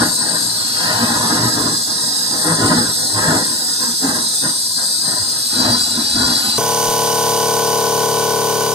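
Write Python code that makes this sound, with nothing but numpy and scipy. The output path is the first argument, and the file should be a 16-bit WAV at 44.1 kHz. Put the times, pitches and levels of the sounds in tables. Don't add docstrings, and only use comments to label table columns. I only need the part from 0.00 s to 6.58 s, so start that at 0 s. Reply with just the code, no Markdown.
import sys
import numpy as np
from scipy import signal
from scipy.fft import rfft, irfft, next_fast_len
from scipy.io import wavfile
from scipy.ndimage import map_coordinates

SR = 44100
rng = np.random.default_rng(int(sys.argv[2]) if len(sys.argv) > 2 else 0)


def transcribe(u):
    v = np.clip(np.atleast_2d(u).T, -1, 1)
    q = np.round(v * 32767).astype(np.int16)
    wavfile.write(sys.argv[1], SR, q)


N = 290178
TIME = np.arange(N) / SR
FFT_SIZE = next_fast_len(N + 8192)
FREQ = np.fft.rfftfreq(FFT_SIZE, 1 / SR) + 1e-3

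# t/s, swell width/s, f/Hz, level/dB
PUFF_NOTES = [(0.955, 0.022, 109.6, -28), (1.039, 0.014, 234.6, -17), (1.111, .018, 236, -22),
              (1.25, 0.025, 232.6, -21), (1.45, 0.041, 115.5, -23), (1.336, 0.013, 330, -23),
              (2.475, 0.014, 310, -21), (2.524, 0.02, 164, -17.5), (2.65, 0.011, 105.8, -25.5),
              (2.77, .022, 240, -20), (3.175, .022, 110.3, -25), (3.292, 0.027, 162, -23),
              (3.895, 0.021, 235.5, -26.5), (4.042, .018, 437, -31), (4.055, 0.019, 266, -17),
              (4.1, 0.01, 252, -20), (4.446, 0.018, 270, -34), (5.617, 0.023, 255, -23),
              (5.22, 0.017, 103.8, -32.5), (5.745, 0.019, 247, -27), (5.993, 0.054, 251, -33),
              (6.19, 0.012, 110, -27), (6.236, 0.064, 255, -25)]


def amp(db):
    return 10 ** (np.asarray(db) / 20)


def unit(x):
    return x / np.sqrt(np.mean(x ** 2) + 1e-20)


def curves(rows):
    times, *columns = np.transpose(rows)
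    return [np.interp(TIME, times, column) for column in columns]


def swell(at_s, width_s):
    return np.exp(-.5 * np.minimum(np.abs(TIME - at_s) / width_s, 10) ** 2)


def wobble(rate):
    coarse = TIME[::32]
    drift = map_coordinates(rng.standard_normal(4096), [coarse * rate], mode="wrap")
    return np.interp(TIME, coarse, drift)


def white(size=len(FREQ)):
    return rng.standard_normal(size) + 1j * rng.standard_normal(size)


def band(low_hz, high_hz, order):
    return ((1 + (low_hz / FREQ) ** (2 * order[0])) * (1 + (FREQ / high_hz) ** (2 * order[1]))) ** -.5


def bell_eq(x, hz, width_hz, db):
    bell = 2 ** -(2 * (FREQ - hz) / width_hz) ** 2
    part = irfft(rfft(x, FFT_SIZE) * bell, FFT_SIZE)[:, :N]
    return x + (amp(db) - 1) * part


def crossfade(a, b, share):
    return np.sqrt(1 - share) * a + np.sqrt(share) * b


def rush(colour, diffuse_db, lag_ms):
    hz, db = np.transpose(colour)
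    tone = amp(np.interp(np.log(FREQ), np.log(hz), db))
    delay = np.exp(-2j * np.pi * FREQ * lag_ms / 1000)
    direct = white()
    pair = np.array([direct * delay, direct]) + amp(diffuse_db) * np.array([white(), white()])
    return unit(irfft(pair * tone, FFT_SIZE)[:, :N])


def resonate(modes, drive):
    hz, width, left_db, right_db, phase = np.transpose(modes)
    f = FREQ[:, None]
    power = 1 / (1 + ((hz ** 2 - f ** 2) / (f * width)) ** 2) ** 2
    left_power, right_power = power @ amp(left_db) ** 2, power @ amp(right_db) ** 2
    cross_power = power @ (amp(left_db + right_db) * np.exp(1j * phase))
    shared = cross_power / np.sqrt(left_power)
    own = np.sqrt(np.abs(right_power - np.abs(shared) ** 2))
    common = white()
    pair = np.array([np.sqrt(left_power) * common, shared * common + own * white()])
    return unit(irfft(pair * drive, FFT_SIZE)[:, :N])


def beamed(hz, width_hz, left_db, right_db, phase):
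    eddies = signal.sosfilt(signal.butter(2, width_hz / 2, fs=SR, output="sos"), white(len(hz)))
    ring = eddies / np.std(eddies.real) * np.exp(2j * np.pi * np.cumsum(hz) / SR)
    return np.real([amp(left_db) * ring, amp(right_db) * np.exp(1j * phase) * ring])


def sway(x, depth_db, width_hz, life_s):
    hz, times, spectra = signal.stft(x, SR, nperseg=2048)
    grid = np.meshgrid(hz / width_hz, times / life_s, indexing="ij")
    field = map_coordinates(rng.standard_normal((512, 128)), grid, mode="wrap")
    gain = amp(depth_db * np.minimum(field, np.tanh(field)))
    colour = np.mean(np.abs(spectra) ** 2, axis=2, keepdims=True)
    total = np.sum(colour * gain ** 2, axis=1, keepdims=True) / np.sum(colour, axis=1, keepdims=True)
    _, swayed = signal.istft(spectra * gain / np.sqrt(total), SR, nperseg=2048)
    return unit(swayed[:, :N])


def rumble(pose, roar, still_db=-63, handling_db=-46, flare_db=-30, lumps_db=4):
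    # f/Hz, relative level/dB
    colour = [(12, 3), (30, -39), (65, 14), (110, 1), (600, -7), (4000, -62)]
    gain = np.sqrt(amp(still_db) ** 2 + pose * amp(handling_db) ** 2 + (amp(flare_db) * roar) ** 2)
    return gain * amp(lumps_db * wobble(6.7)) * rush(colour, diffuse_db=-3, lag_ms=.05)


def wash(roar, flare_db=-17):
    # f/Hz, relative level/dB
    colour = [(300, -10), (1500, 10.5), (2200, 2.5), (2600, 11.5), (3150, 10), (3400, 20), (3700, -9.5),
              (4300, -56), (8000, -66)]
    # t/s, level/dB
    spill = [(0, -41), (.15, -44), (.35, -37.5), (.48, -41), (.8, -30), (1.2, -35), (1.75, -44), (2.1, -42),
             (2.8, -39), (3.05, -45), (3.25, -37), (3.6, -42), (4.1, -40), (4.7, -45), (5.35, -41),
             (5.7, -31), (5.9, -38), (6.3, -31.5), (6.58, -33)]
    air = rush(colour, diffuse_db=-4.5, lag_ms=.22)
    air = sway(air, depth_db=5, width_hz=120, life_s=.1)
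    return np.hypot(amp(curves(spill)[0]), amp(flare_db) * roar) * air


def whistle():
    # t/s, f/Hz, level/dB
    ring_path = [(1.0, 4870, -43), (1.25, 4880, -24.5), (1.7, 4910, -21.5), (1.9, 4895, -25),
                 (2.2, 4925, -21), (2.45, 4895, -26), (2.7, 4865, -22.5), (3.1, 4915, -25),
                 (3.55, 4895, -27), (4.1, 4890, -24.5), (4.7, 4860, -46), (5.6, 4840, -38),
                 (5.8, 4840, -70)]
    hz, db = curves(ring_path)
    return amp(db) * beamed(hz, width_hz=70, left_db=-12, right_db=0, phase=-1.77)


def sizzle():
    # t/s, swell width/s, f/Hz, bandwidth/Hz, left/dB, right/dB, right phase lead/rad
    lobes = [(.05, 0.092, 4670, 80, -28, -31, 0), (0.253, 0.25, 8500, 180, -20, -42, -2.4),
             (0.448, .12, 4030, 69.6, -27, -34, -0.3), (0.756, 0.2, 5060, 120, -33, -32, -1.5),
             (0.78, .14, 8280, 180, -23.5, -37, 1.3), (.8, .17, 4230, 95, -28.5, -29, 0.96),
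             (0.852, 0.18, 4610, 80, -32, -33, 0), (1.169, .12, 8360, 160, -28, -34, -1.6),
             (1.25, .13, 7800, 200, -36, -36, 1.3), (2.04, 0.089, 8410, 160, -23, -35, -1.3),
             (2.099, .13, 3920, 90, -42, -30.5, 0.92), (2.149, .1, 5080, 90, -33, -28, -0.73),
             (2.482, 0.098, 8710, 220, -20.5, -31, -1), (2.85, .12, 8430, 180, -24.5, -35, -1.2),
             (3.242, 0.13, 7920, 220, -23, -35, 1.7), (3.45, .15, 8380, 200, -25, -35, -1.8),
             (4.451, 0.16, 8680, 240, -25.5, -22, 0.86), (4.604, 0.37, 11150, 350, -40, -35, 0.4),
             (4.851, 0.4, 4756, 99, -25.5, -39, 0.84), (4.951, 0.38, 4930, 80, -23.5, -37, -1.6),
             (5.051, 0.2, 8630, 200, -23, -26, 0.89), (5.098, .25, 4106, 60, -27.5, -37, 0.57),
             (5.707, .09, 4060, 110, -26, -29, 1), (5.745, 0.13, 4660, 110, -32, -36, 1.8),
             (5.803, 0.12, 5100, 80, -30, -35.5, 0), (6.246, .2, 4820, 110, -26, -28, 2),
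             (6.306, .1, 4020, 100, -22, -24, 0.5)]
    out = np.zeros((2, N))
    for at_s, width_s, hz, width_hz, left_db, right_db, phase in lobes:
        gain = swell(at_s, width_s)
        heard = np.flatnonzero(gain > .01)
        ring = beamed(np.full(len(heard), hz), width_hz, left_db, right_db, phase)
        out[:, heard] += gain[heard] * ring
    return out


def tube_hiss(pose, roar, level_db=-21.5, lowered_db=2.5, flare_boost=2.1):
    # f/Hz, bandwidth/Hz, relative left/dB, relative right/dB, right phase lead/rad
    close_modes = [(3709, 336, -12.1, -11.6, -0.1), (3872, 45, -17.2, -17.8, -2.9),
                   (4051, 178, -3.9, -8.5, 0.1), (4205, 82, -4.5, -15.2, 1.7),
                   (4322, 519, -12.3, -4.5, 1.9), (4573, 96, -2.3, -10.0, -0.7),
                   (4673, 136, -2.8, -4.0, -2.1), (4882, 175, -2.2, -7.9, 1.6),
                   (5080, 138, 0.0, -6.0, -1.2), (5222, 365, -12.9, -8.1, 2.6),
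                   (5614, 437, -10.1, -14.6, -2.6), (5977, 77, -11.8, -17.6, -0.9),
                   (6096, 519, -17.0, -13.3, 0.3), (6477, 306, -13.5, -8.7, -1.4)]
    aimed_modes = [(3578, 479, -17.1, -20.6, -0.7), (3890, 160, -17.2, -9.4, 0.8),
                   (4109, 133, -7.4, -14.3, 0.1), (4235, 82, -8.7, -12.9, 0.1),
                   (4373, 197, -9.9, -20.1, 1.4), (4521, 479, -17.0, -18.3, -2.7),
                   (4671, 84, -17.3, -6.9, -2.4), (4753, 216, -9.7, -36.6, 2.4),
                   (4897, 105, -22.5, -4.0, -1.7), (4986, 163, -13.0, -19.6, -1.5),
                   (5125, 121, -12.5, -17.2, 0.2), (5302, 202, -10.7, -8.5, -3.1),
                   (5625, 252, -12.9, -13.2, -2.1), (5953, 479, -19.8, -15.9, 0.8),
                   (6165, 405, -18.9, -16.1, -1.6), (6437, 479, -15.8, -16.2, 0.5)]
    lowered_modes = [(3628, 430, -13.7, -17.8, -0.1), (3866, 56, -13.7, -14.8, -0.2),
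                     (4018, 143, -3.2, -4.4, 0.3), (4227, 479, -11.7, -13.4, 1.1),
                     (4407, 479, -28.1, -10.6, -2.3), (4664, 102, 0.0, -11.1, 1.1),
                     (4785, 122, -2.9, -2.3, 2.0), (4959, 62, -8.3, -12.2, 1.1),
                     (5135, 152, -6.5, -16.1, -2.9), (5334, 106, -14.1, -15.7, -0.6),
                     (5549, 215, -11.3, -12.9, -1.9), (5836, 178, -16.9, -24.4, -1.0),
                     (6138, 479, -16.6, -14.6, 0.2), (6471, 479, -18.0, -17.7, -2.0)]
    drive = band(3490, 6370, order=(12, 12))
    close, aimed, lowered = (resonate(m, drive) for m in (close_modes, aimed_modes, lowered_modes))
    settle_at_s, settle_s = 1.15, .3
    settled = np.clip((TIME - settle_at_s) / settle_s + .5, 0, 1)
    hiss = crossfade(close, crossfade(aimed, lowered, pose), settled)
    hiss = sway(hiss, depth_db=5, width_hz=42, life_s=.2)
    return hiss * amp(level_db + lowered_db * pose) * (1 + flare_boost * pose * roar)


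def nozzle_fizz(pose, level_db=-21, lowered_db=-.5, flicker_db=.73):
    # f/Hz, bandwidth/Hz, relative left/dB, relative right/dB, right phase lead/rad
    modes = [(6629, 786, -12.8, -10.1, -0.8), (7093, 424, -7.1, -12.6, 2.4), (7353, 160, -13.8, -7.1, -0.8),
             (7856, 962, -20.6, -7.5, -3.1), (7987, 451, -1.6, -27.6, 1.8), (8388, 184, 0.0, -15.0, 1.7),
             (8597, 306, -1.9, -4.0, -2.0), (8685, 531, -4.8, -5.1, 0.5), (9234, 1319, -14.8, -20.2, -2.9),
             (10018, 1319, -31.3, -15.2, 0.7), (10897, 1319, -20.0, -18.3, -2.9),
             (11183, 739, -17.3, -10.5, -0.1), (11502, 1319, -21.4, -19.7, 3.1),
             (12687, 401, -22.5, -20.1, -0.7), (13894, 1319, -25.4, -19.7, 1.1),
             (14102, 1319, -23.9, -20.3, -2.1)]
    fizz = resonate(modes, band(6830, 14800, order=(12, 12)))
    fizz = sway(fizz, depth_db=2, width_hz=700, life_s=.07)
    fizz = sway(fizz, depth_db=6, width_hz=50, life_s=.14)
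    return fizz * amp(level_db + lowered_db * pose + flicker_db * wobble(45))


def jet(pose, roar, tremble_db=.45):
    # t/s, swell width/s, f/Hz, bandwidth/Hz, depth/dB
    nulls = [(0.78, 0.16, 8560, 520, -10), (0.81, 0.16, 7780, 400, -1), (1.55, 0.16, 4700, 150, -2),
             (1.6, .33, 4670, 190, -2), (1.65, 0.49, 8640, 350, -4.5), (4, 0.64, 4200, 260, -2),
             (2.15, .12, 4150, 260, -7), (6.3, .4, 8800, 400, -0.5)]
    gas = tube_hiss(pose, roar) + nozzle_fizz(pose)
    gas *= amp(tremble_db * wobble(35))
    for at_s, width_s, hz, width_hz, db in nulls:
        gas = bell_eq(gas, hz, width_hz, db * swell(at_s, width_s))
    return gas


def puffs(waver_hz=7):
    out = np.zeros(N)
    for at_s, width_s, hz, db in PUFF_NOTES:
        phase = 2 * np.pi * np.cumsum(hz + waver_hz * wobble(60)) / SR
        out += amp(db) * swell(at_s, width_s) * np.sqrt(2) * np.sin(phase)
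    return out


def flares(attack_s=.058, release_db_per_s=163, tail_s=.5):
    # t/s, level/dB
    calm = [(0, -33.5), (3.5, -31.5), (4.7, -41.5), (5.4, -35), (6.58, -34)]
    # t/s, time until release/s, deep level/dB, upper over deep/dB
    bursts = [(-.05, 0.088, -15.5, -1.5), (0.155, 0.2, -30, 3.5), (0.744, .1, -31.5, 4.5),
              (0.806, 0.16, -27.5, 8), (0.964, 0.374, -23, 2.8), (1.318, 0.16, -20, -2),
              (1.507, 0.19, -20, -4), (1.85, 0.17, -31.5, -4.5), (2.278, 0.12, -29, 1),
              (2.419, 0.096, -19.5, 2), (2.569, 0.17, -14, -3.5), (2.74, 0.069, -20, -2),
              (2.826, 0.074, -27, -3), (3.134, 0.11, -19, 1), (3.228, 0.13, -15.5, -1.5),
              (3.32, 0.079, -26, -8), (3.786, 0.052, -26, 1.5), (4.003, 0.11, -23, 0.5),
              (4.128, 0.05, -23, -1.5), (4.412, 0.029, -20, 0.5), (4.752, 0.07, -37, 9),
              (5.009, 0.11, -30.5, 2.5), (5.135, 0.032, -41, 14), (5.51, 0.052, -22, -4.5),
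              (5.566, 0.16, -19.5, -1), (5.921, 0.084, -24, -4), (6.127, 0.2, -21, -2.5),
              (6.347, 0.15, -31, 2)]
    deep_power = amp(curves(calm)[0]) ** 2
    upper_power = deep_power.copy()
    for start_s, length_s, db, bright_db in bursts:
        span = slice(*np.searchsorted(TIME, [start_s, start_s + length_s + tail_s]))
        age = TIME[span] - start_s
        attack = np.minimum(age / attack_s, 1)
        gain = attack * amp(db - release_db_per_s * np.maximum(age - length_s, 0))
        deep_power[span] += gain ** 2
        upper_power[span] += (gain * amp(bright_db)) ** 2
    return np.sqrt(deep_power), np.sqrt(upper_power)


def cabinet(modes, pose):
    aimed = [mode[:5] for mode in modes]
    lowered = [(hz, width, left + change, right + change, phase)
               for hz, width, left, right, phase, change in modes]
    drive = band(40, 2000, order=(2, 14))
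    return crossfade(resonate(aimed, drive), resonate(lowered, drive), pose)


def flame(pose, deep_gain, upper_gain, split_hz=480, deep_db=-3, upper_db=-.3):
    # f/Hz, bandwidth/Hz, relative left/dB, relative right/dB,
    # right phase lead/rad, change with the torch lowered/dB
    air_modes = [(60, 23, -17.3, -15.2, 0.1, 5), (111, 32, -4.6, -3.0, 0.1, 1), (167, 32, -2.7, 0, 0.1, -1),
                 (237, 54, -0.5, 0, 0.1, 3), (287, 28, -2, -2.5, 0.1, -1), (316, 52, -3.2, -4.5, 0.5, -1),
                 (399, 38, -8, -6.6, 0.3, -3), (450, 88, -12.8, -12.3, 0.4, -3),
                 (502, 50, -7.8, -12, 0.2, -3), (618, 55, -7.8, -13, 0.2, 0), (699, 64, -7.7, -11, 1.8, 1),
                 (739, 25, -5.9, -17.3, -3.1, -1), (777, 52, -31.7, -6.4, -0.2, 1),
                 (847, 45, -5.7, -11.4, 1.4, 2), (894, 24, -8.8, -11.2, -2.2, 1),
                 (938, 88, -21.1, -6.4, -0.3, -2), (1013, 58, -4, -6.4, 1.0, -3),
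                 (1053, 50, -11.7, -5.8, 1.5, -5), (1106, 44, -6.1, -11.0, 3.0, 3),
                 (1189, 85, -12.1, -12.8, 2.2, 3), (1265, 56, -4.4, -26.6, 1.9, -1),
                 (1334, 64, -20.7, -11.9, -2.5, 4), (1450, 58, -3.8, -10, 0.5, 2.5),
                 (1612, 70, -4.7, -18, 1.2, -2), (1703, 244, -19.6, -13.9, -1.5, -2),
                 (1840, 202, -8.5, -11.5, 2.1, -3), (1992, 244, -15.5, -15, 3.1, -2)]
    # t/s, gain/dB
    ring_ride = [(0, 2), (.15, -3), (.45, -1), (.9, -5), (1.25, -1), (1.6, -4), (2.25, -5), (2.5, -1),
                 (3.3, -2), (3.85, 0), (4.45, -3), (4.8, -1), (5.5, -3), (6, -1), (6.58, 1)]
    bass_ride = [(0, 0), (1, 3), (1.45, -0.5), (2.2, -3), (2.65, -3), (2.85, 1.5), (3.3, 0), (3.6, -5),
                 (4.05, -3), (4.45, 1.5), (5, 1), (5.6, 1.5), (6.2, -3.5), (6.58, 0)]
    # t/s, swell width/s, gain/dB
    gaps = [(1.852, 0.015, -7), (2.942, 0.015, -5.5), (3.975, 0.023, -6.5), (4.387, .02, 0.5),
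            (5.475, .015, -6)]
    surge_db, flutter_db, puff_lift_db = 1.1, 1.13, 1
    deep = cabinet([mode for mode in air_modes if mode[0] < split_hz], pose)
    upper = cabinet([mode for mode in air_modes if mode[0] >= split_hz], pose)
    upper = sway(upper, depth_db=5, width_hz=70.1, life_s=.07)
    upper = bell_eq(upper, hz=1450, width_hz=110, db=curves(ring_ride)[0])
    upper *= upper_gain * amp(upper_db)
    deep = bell_eq(deep, hz=115, width_hz=150, db=curves(bass_ride)[0])
    puffing = sum(swell(at_s, width_s) for at_s, width_s, _, _ in PUFF_NOTES)
    deep *= deep_gain * amp(deep_db + puff_lift_db * puffing + surge_db * wobble(22))
    gap_db = sum(db * swell(at_s, width_s) for at_s, width_s, db in gaps)
    return amp(gap_db + flutter_db * wobble(70)) * (deep + upper)


def scene():
    # t/s, pose (0 = aimed at the patch, 1 = lowered)
    hand_path = [(0, 0.13), (.45, 0.087), (.8, 0.28), (1.25, 0.076), (1.8, 0.0048), (4.3, 0.0069),
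                 (5.38, 0.022), (5.62, 0.93), (6.58, 1)]
    pose = np.clip(curves(hand_path)[0], 0, 1)
    deep_gain, upper_gain = flares()
    gas = jet(pose, upper_gain) + sizzle() + whistle() + wash(upper_gain)
    return flame(pose, deep_gain, upper_gain) + puffs() + gas + rumble(pose, deep_gain)


def record(dry, ceiling=.92, top_hz=15300):
    soft = dry / (1 + np.abs(dry / ceiling) ** 8) ** (1 / 8)
    return irfft(rfft(soft, FFT_SIZE) * (FREQ < top_hz), FFT_SIZE)[:, :N]


dry = scene()
out = record(dry)
transcribe(out)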